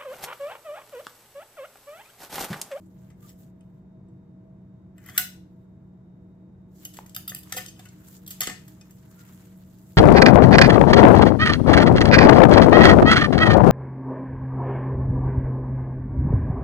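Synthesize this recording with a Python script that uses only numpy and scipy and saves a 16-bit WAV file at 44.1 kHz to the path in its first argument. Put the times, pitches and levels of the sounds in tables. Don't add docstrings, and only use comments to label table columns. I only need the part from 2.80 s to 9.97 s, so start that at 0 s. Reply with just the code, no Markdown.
import sys
import numpy as np
from scipy import signal
from scipy.fft import rfft, irfft
from scipy.io import wavfile

SR = 44100
rng = np.random.default_rng(int(sys.argv[2]) if len(sys.argv) > 2 else 0)


def dump_mix(stems):
    frames = np.atleast_2d(stems).T
    limited = np.clip(frames, -1, 1)
    pcm = np.round(limited * 32767).astype(np.int16)
    wavfile.write(sys.argv[1], SR, pcm)


N = 316197

# start_s, relative peak_db, frame knock_db, sizzle_db, first_part_hz, second_part_hz
# (pitches of the parts that meet), ring_db (low where the hand damps it), chatter_ms
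CONTACTS = [(0.301, -64.5, 3.5, -14, 1290, 7450, -8.5, 12), (0.4915, -59, -9, 0, 7900, 5370, -2, 9.1),
            (0.5005, -57.5, -2, 4, 7440, 5370, -8, 3.2), (0.808, -71, -3, -30, 8750, 8150, 4.5, 4.7),
            (1.284, -87.5, -20, -27, 8900, 8150, 10.5, 8.2), (2.1805, -61.5, 5, 0, 1800, 7450, 0.5, 4.2),
            (2.261, -54.5, 3, 6, 2000, 7450, -9, 7.9), (2.2862, -56, 7.5, 2, 1990, 3280, 2.5, 6.7),
            (2.295, -51, -11, -1, 1910, 4515, -2, 10.4), (2.3772, -19, -4.5, 5, 1487, 2000, -10, 8.2),
            (2.3922, -37, 1.5, -15.5, 2060, 1487, -8.5, 8.2),
            (4.0504, -41.5, -15.5, 4.5, 3000, 3217, 1, 7.3), (4.135, -52.5, -16, -2, 8950, 14200, -12, 23),
            (4.1685, -47.5, -5, -0.5, 7600, 14200, -4, 8.2), (4.2615, -53.5, -5, 2, 6400, 12150, -10, 8.3),
            (4.2945, -50.5, -15, -6, 4560, 7450, -11, 6.2), (4.347, -38, -19, -2, 4910, 2960, -14, 9),
            (4.3635, -34.5, -8.5, 8, 4890, 3635, -2.5, 4.2), (4.4775, -39, -15, 8.5, 3643, 4910, -3.5, 8.2),
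            (4.492, -44, -14, 6, 4840, 3635, 1.5, 14.5), (4.5177, -67, 19, -11, 1790, 1970, 0, 7.9),
            (4.548, -34.5, -13.5, 5, 7460, 3230, -8.5, 4.4), (4.561, -47.5, -11, 2, 2990, 3635, -1.5, 6),
            (4.5874, -63, -21, 19.5, 7500, 8150, 0.5, 6.3), (4.631, -53.5, -18, 4.5, 4400, 3635, -15, 11),
            (4.7226, -28.5, -6.5, -6.5, 1815, 3240, -9.5, 8.9),
            (4.763, -37, -9, 0.5, 3200, 736, -0.5, 23.5), (4.7745, -35, -2.5, -9, 2040, 1800, -13, 12.6),
            (4.7826, -42.5, 4.5, 8, 2000, 1830, -1.5, 3.8), (4.805, -49.5, -16.5, -4, 1810, 4910, 0, 12),
            (4.862, -36.5, -34, -7, 6400, 3635, -20, 4.7), (4.882, -47, -51, -6, 6470, 4400, -1, 11.3),
            (4.958, -73, -13, -20, 2970, 3280, 12, 16), (4.993, -48.5, -4, -8, 1870, 3635, -15, 11),
            (5.054, -52.5, 2, -7, 1490, 2944, -8, 11.8), (5.0868, -52, -28, -15, 6350, 7450, -8, 8.2),
            (5.464, -47, -17, -2, 6400, 7450, -14, 7.2), (5.476, -42.5, -15.5, 4, 7500, 5300, -10.5, 10.5),
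            (5.505, -39.5, -15, 1, 7400, 3635, -13, 17), (5.6064, -23.5, -11, 2.5, 5470, 4770, -8, 6.3),
            (5.6158, -24, -1.5, -15, 3170, 5400, -6, 5.4), (5.633, -30.5, -7, -11, 3620, 4400, -3, 7.6),
            (5.6715, -27, -1.5, -13, 1221, 1870, -4, 6.6), (5.6957, -41, 4, -6, 5480, 1825, -6, 11),
            (5.878, -55, -4.5, 3, 1209, 7450, -17, 14), (6.011, -54, -6.5, -20.5, 5250, 2530, 1.5, 6.5),
            (6.1085, -55, -15, -0.5, 7400, 6400, -9, 5.2), (6.487, -60.5, -6.5, -13, 3635, 1990, -12, 7.6)]
# time_s, relative level_db
PLATE_DRAG = [(2.14, -99.5), (2.175, -77), (2.2, -74), (2.25, -66.5), (2.29, -57), (2.33, -64.5),
              (2.373, -47.5), (2.39, -97.5)]
# time_s, left_minus_right_db
BODY_PAN = [(2.4, 4), (4.55, 5), (4.72, 4)]
# frequency_hz, likeness (1 = identical)
PORT_LIKENESS = [(60, 0.96), (180, 0.98), (550, 0.49), (1650, 0.0092), (4970, 0.015), (15000, 0.012)]


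def contacts():
    port_lag_s = [.0001, .00022]
    thud_db, middle_db, sizzle_pan_db = -13, -3, -2.1
    registers_hz = [(300, 1000), (1250, 2360), (2600, 8430), (6000, 10000), (10500, 17500)]
    lags = np.round(np.array(port_lag_s)[[0, 0, 1, 1, 1]] * SR).astype(int)
    t = np.arange(round(.08 * SR)) / SR
    shape = (len(CONTACTS), 2, len(t))
    ticks = rng.standard_normal(shape) * from_db(2.8 * rng.standard_normal(shape))
    bursts = []
    for tick, (start_s, peak_db, knock_db, sizzle_db, *_, chatter_ms) in zip(ticks, CONTACTS):
        length_s = chatter_ms / 1000
        swell = np.minimum(t / (0.38 * length_s), 1)
        burst = tick * swell * from_db(-20 * t / length_s)
        parts = np.array([band(band(burst[k % 2], *edges), *edges)
                          for k, edges in enumerate(registers_hz)])
        parts = parts / np.sqrt(np.sum(parts ** 2, 1, keepdims=True) / (length_s * SR / 4))
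        levels_db = peak_db + np.array([knock_db + thud_db, knock_db, middle_db, middle_db, sizzle_db])
        body_pan_db = np.interp(start_s, *np.transpose(BODY_PAN))
        pans_db = np.array([body_pan_db] * 3 + [sizzle_pan_db] * 2)
        late = np.array([np.roll(part, lag) for part, lag in zip(parts, lags)])
        left = from_db(levels_db + pans_db / 2) @ parts
        right = from_db(levels_db - pans_db / 2) @ late
        bursts.append([left, right])
    return np.array(bursts)


def lay_out(bursts, gains_db):
    out = np.full((2, N + bursts.shape[2]), 1e-18)
    for burst, row, gain in zip(bursts, CONTACTS, from_db(gains_db)):
        at = round((row[0] - .001) * SR)
        out[:, at:at + burst.shape[1]] += gain * burst
    return out[:, :N]


def evenness_db(bursts, hz):
    power, step_hz = np.sum(np.abs(rfft(bursts, 4096)) ** 2, 1) + 1e-20, SR / 4096
    around = power[:, int(.85 * hz / step_hz):int(1.15 * hz / step_hz)].mean(1)
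    return np.minimum(10 * np.log10(around / power[:, round(hz / step_hz)]), 15)


def steel(bursts):
    # frequency_hz, relative level_db, t60_s (held to 0.01 or more)
    steel_modes = [(517, -14.5, 0.087), (734, -5, 0.22), (1179, 2.5, 0.036), (1265, -7, 0.11),
                   (1478, -15.5, 0.12), (1797, -20, 0.17), (2040, -11.5, 0.054), (2500, -16.5, 0.11),
                   (3012, -8.5, .05), (3101, -9.5, .04), (3647, -13, 0.055), (4400, -17, 0.05),
                   (5000, -9, 0.06), (5370, -10, 0.048), (6447, -8.5, 0.071), (7450, -9, 0.03),
                   (7990, -3, 0.014), (8850, -6, 0.0079), (11900, -11, 0.052), (12900, -12.5, 0.036),
                   (13700, -14.5, 0.05), (15300, -9.5, 0.044), (15200, -9.5, .06)]
    ring_level_db, drag_ring_db = -1, -3
    mode_spread_db = 2
    near_boost_db, near_octaves = 12.5, 0.05
    ring_db, struck_hz = np.array(CONTACTS)[:, 6], np.array(CONTACTS)[:, 4:6]
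    slips = rng.standard_normal((2, N)) * from_db(in_time(PLATE_DRAG)[0] + 0.87 * drift(120))
    slips = band(slips, 1800, 5300)
    out = 0
    for k, (hz, level_db, t60_s) in enumerate(steel_modes):
        r, w = from_db(-60 / (max(t60_s, .01) * SR)), 2 * np.pi * hz / SR
        octaves_off = np.log2(struck_hz / hz)
        near_db = near_boost_db * np.exp(-(octaves_off / near_octaves) ** 2).max(axis=1)
        share_db = mode_spread_db * rng.standard_normal(len(CONTACTS))
        gains_db = level_db + ring_db + near_db + evenness_db(bursts, hz) + share_db
        drive = lay_out(bursts, gains_db) + from_db(level_db + drag_ring_db) * slips
        mode = signal.lfilter([0, 0.04 * np.sin(w)], [1, -2 * r * np.cos(w), r * r], drive)
        out = out + (-1) ** k * mode
    return from_db(ring_level_db) * out


def creak(rough_db=2.5):
    creak_db, squeak_db = -2, -9
    squeak_hz, squeak_rise_hz_per_s = 2840, 3200
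    elapsed_s = np.clip(np.arange(N) / SR - PLATE_DRAG[1][0], 0, .3)
    broad = rms_one(band(band(rng.standard_normal(N), 1100, 2100), 1100, 2100))
    phase = 2 * np.pi * np.cumsum(squeak_hz + squeak_rise_hz_per_s * elapsed_s) / SR
    squeak = np.minimum(elapsed_s / 0.17, 1) * drift(65) * np.sin(phase)
    slips = from_db(in_time(PLATE_DRAG)[0] + rough_db * drift(40))
    pan = from_db([[BODY_PAN[0][1] / 2], [-BODY_PAN[0][1] / 2]])
    return slips * (from_db(creak_db) * broad + from_db(squeak_db) * squeak) * pan


def knocks():
    # start_s, relative peak_db, pitch_hz,
    # cycles (to fall 60 dB; the sound ends after 0.1 s at the latest)
    blows = [(2.379, -39, 760, 20), (4.1889, -26.5, 906, 9.5), (4.364, -43.5, 1293, 74),
             (4.478, -48.5, 1320, 72), (4.5177, -42, 627, 13), (4.7226, -40, 783, 55),
             (4.769, -33, 758, 52), (4.747, -43, 510, 72), (4.766, -38, 503.5, 103),
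             (4.995, -45.5, 733, 39), (5.608, -34.5, 670, 14), (5.675, -23.5, 416, 5),
             (5.691, -30.5, 262, 8), (5.712, -38, 191, 17)]
    out, t = np.zeros(N), np.arange(SR // 10) / SR
    for start_s, peak_db, hz, cycles in blows:
        at = round(start_s * SR)
        decay = from_db(peak_db - 60 * t * hz / cycles)
        out[at:at + len(t)] += decay * np.sin(2 * np.pi * hz * t)
    return out


def echo(x):
    # frequency_hz, t60_s
    reverb_time = [(400, 0.42), (1500, 0.33), (5000, 0.37), (12000, 0.22)]
    t, edges = np.arange(SR // 2) / SR, np.geomspace(200, 18000, 9)
    white = rng.standard_normal((2, 2, len(t)))
    tail = 0
    for k, (low, high) in enumerate(zip(edges, edges[1:])):
        decay = from_db(-60 * t / at_hz(reverb_time, np.sqrt(low * high)))
        tail = tail + band(white[k % 2], low, high) * decay
    tail = tail * np.clip(t / 0.006 - .5, 0, 1)
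    return signal.fftconvolve(x, tail / np.sqrt(np.sum(tail ** 2) / 2), axes=1)[:, :N]


def microphone(x):
    # frequency_hz, width_hz, gain_db
    port_peaks = [(6020, 1600, 1), (9210, 1100, -11), (11200, 9300, 12.5), (2857, 1920, 10.5)]
    for hz, width_hz, gain_db in port_peaks:
        w, g = 2 * np.pi * hz / SR, from_db(gain_db / 2)
        a = np.pi * width_hz / SR
        x = signal.lfilter([1 + a * g, -2 * np.cos(w), 1 - a * g],
                           [1 + a / g, -2 * np.cos(w), 1 - a / g], x)
    return x


def rubbing_levels(drag_hiss_db=3.5, drag_depth_db=-1.5):
    # start_s, hold_s, relative level_db,
    # depth_db (low band against high, capped at 8)
    swishes = [(0.015, 0.13, -73.5, -2), (0.156, 0.16, -71.5, 7.5), (0.428, 0.025, -60, 3),
               (0.463, 0.045, -57, -3), (0.587, 0.054, -65.5, -4), (0.655, 0.038, -73.5, 4),
               (0.77, 0.21, -86, 15), (2.62, 0.23, -85.5, 11.5), (3.966, 0.056, -65, -7),
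               (4.016, 0.043, -59.5, 2), (4.148, 0.043, -57, 2), (4.684, 0.18, -56.5, 8.5),
               (5.003, 0.038, -59.5, 10), (5.13, 0.15, -67, 10), (5.276, 0.094, -53.5, -3.5),
               (5.93, 0.023, -71, -7), (6.402, 0.014, -54.5, -4)]
    # time_s,
    # relative level_db, depth_db (as above)
    rubbing = [(0, -100, -3), (3.86, -98, -2), (3.96, -64, -6), (4.4, -70.5, 8), (4.9, -67, 16),
               (5.3, -72.5, 10), (5.6, -62.5, 14.5), (6.2, -67.5, 6), (6.4, -61, 7), (6.7, -63, 5.5),
               (6.92, -67, 3.5), (7.17, -63, 0.5)]
    rise_db_per_s, fall_db_per_s = 348, 446
    t = np.arange(N) / SR
    layers = [in_time(rubbing), (in_time(PLATE_DRAG)[0] + drag_hiss_db, drag_depth_db)]
    for start_s, hold_s, peak_db, depth_db in swishes:
        rise_db = rise_db_per_s * np.maximum(start_s - t, 0)
        fall_db = fall_db_per_s * np.maximum(t - start_s - hold_s, 0)
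        layers.append((peak_db - rise_db - fall_db, depth_db))
    high = sum(from_db(2 * level) for level, _ in layers)
    low = sum(from_db(2 * (level + np.minimum(depth, 8))) for level, depth in layers)
    return np.sqrt(high), np.sqrt(low)


def rustle(grain_db=1.5, patchy_db=0.7, own_db=2.2, snap_db=1.5, split_hz=3200):
    # frequency_hz, relative density_db (per Hz)
    cloth_spectrum = [(530, -31.5), (900, -8), (1050, -8), (1610, -7), (2500, -13.5), (3600, -13),
                      (5600, -10.5), (7410, -3.5), (9330, -14), (12300, -5.5), (15000, -2.5), (16300, -15)]
    high_gain, low_gain = rubbing_levels()
    snaps_db = snap_db * np.repeat(rng.exponential(1, N // 40 + 1), 40)[:N]
    grains = rng.standard_normal((2, N))
    grains = grains * from_db(grain_db * drift(150) + patchy_db * drift(13.0) + snaps_db)
    coloured, edges = shaped(grains, cloth_spectrum), np.geomspace(500, 18000, 9)
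    cloth = 0
    for k in range(8):
        cloth = cloth + (-1) ** k * from_db(own_db * drift(20.0)) * band(coloured, *edges[k:k + 2])
    cloth = rms_one(cloth)
    low = signal.sosfilt(signal.butter(4, split_hz, "low", fs=SR, output="sos"), cloth)
    high = signal.sosfilt(signal.butter(4, split_hz, "high", fs=SR, output="sos"), cloth)
    return high_gain * high + low_gain * low


def scrapes():
    # start_s, length_s, level_db (before the fade),
    # reference_hz (the band spans 0.92 to 0.96 of it)
    sleeve_scrapes = [(0.412, 0.073, -60.5, 1290), (6.309, 0.2, -64, 1480)]
    out = np.zeros((2, N))
    for start_s, length_s, level_db, hz in sleeve_scrapes:
        at, count = round(start_s * SR), round(length_s * SR)
        grains = rng.standard_normal((2, count)) * from_db(3.0 * drift(90)[:count])
        scrape = rms_one(band(grains, 0.92 * hz, 0.96 * hz))
        out[:, at:at + count] += from_db(level_db) * scrape * np.hanning(count)
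    return out


def hum():
    # frequency_hz, relative density_db (per Hz)
    rumble_spectrum = [(13, -54.5), (22, -28), (91, -8.5), (123, -4.5), (157, -7), (186, -9.5), (213, -13),
                       (310, -19.5), (370, -16.5), (444, -30), (657, -28.5), (766, -33.5), (940, -32),
                       (1300, -43), (1690, -73), (2860, -120)]
    # frequency_hz, relative density_db (per Hz)
    hiss_spectrum = [(710, -45.5), (1200, -7), (1440, -1.5), (1920, -7.5), (2090, -8), (2660, -15.5),
                     (3800, -20), (7930, -23.5), (8750, -31), (16300, -38)]
    # frequency_hz, rms level_db, waver_db (spread), breadth_hz (spread)
    tones = [(185.1, -52, 1, 1.3), (312.2, -65, 4.5, 6), (475.7, -73, 2.5, 3.5), (645.4, -72, 3, 2.6),
             (3750, -92.5, 1.9, 8.6)]
    rumble_db, hiss_db = -51, -79
    out = from_db(rumble_db) * shaped(rng.standard_normal((2, N)), rumble_spectrum)
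    out = out + from_db(hiss_db) * shaped(rng.standard_normal((2, N)), hiss_spectrum)
    for hz, level_db, waver_db, breadth_hz in tones:
        phase = 2 * np.pi * np.cumsum(hz + breadth_hz * drift(6.0)) / SR
        apart = np.arccos(np.clip(at_hz(PORT_LIKENESS, hz), -1, 1))
        gain = np.sqrt(2) * from_db(level_db + waver_db * drift(7.2))
        out = out + gain * np.sin(phase + np.array([[0], [apart]]))
    return out


def shaped(white, spectrum):
    hz = np.fft.rfftfreq(N, 1 / SR) + 1
    alike = np.clip(at_hz(PORT_LIKENESS, hz), -1, 1)
    mid, side = rfft(white) * from_db(at_hz(spectrum, hz))
    ports = np.sqrt(1 + alike) * mid + np.sqrt(1 - alike) * side * [[1], [-1]]
    return rms_one(irfft(ports, N))


def drift(rate_hz):
    r = np.exp(-80 * np.pi * rate_hz / SR)
    slow = signal.lfilter([1], [1, -2 * r, r * r], rng.standard_normal(N // 40 + 2002))[2000:]
    return np.interp(np.arange(N) / 40, np.arange(len(slow)), rms_one(slow))


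def band(x, low_hz, high_hz):
    edges = [low_hz, min(high_hz, .45 * SR)]
    return signal.sosfilt(signal.butter(2, edges, "band", fs=SR, output="sos"), x)


def at_hz(points, hz):
    return np.interp(np.log(hz), np.log(np.array(points)[:, 0]), np.array(points)[:, 1])


def in_time(rows):
    times_s, *columns = np.transpose(rows)
    return [np.interp(np.arange(N) / SR, times_s, column) for column in columns]


def rms_one(x):
    return x / np.sqrt(np.mean(x ** 2) + 1e-20)


def from_db(db):
    return 10 ** (np.asarray(db) / 20)


def scene():
    crack_db, crack_echo_db = -4, -5.5
    echo_db, knock_echo_db = -13.5, 3.5
    bursts, knock = contacts(), knocks()
    ringing = steel(bursts) + creak()
    crack = lay_out(bursts, np.full(len(CONTACTS), crack_db))
    thrown = from_db(echo_db) * (ringing + from_db(knock_echo_db) * knock)
    thrown = thrown + from_db(crack_echo_db) * crack
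    close = microphone(crack + ringing + knock + echo(thrown))
    return close + rustle() + scrapes() + hum()


def record(dry):
    return signal.sosfilt(signal.cheby2(14, 80, 16800, fs=SR, output="sos"), dry)


dry = scene()
out = record(dry)
dump_mix(out)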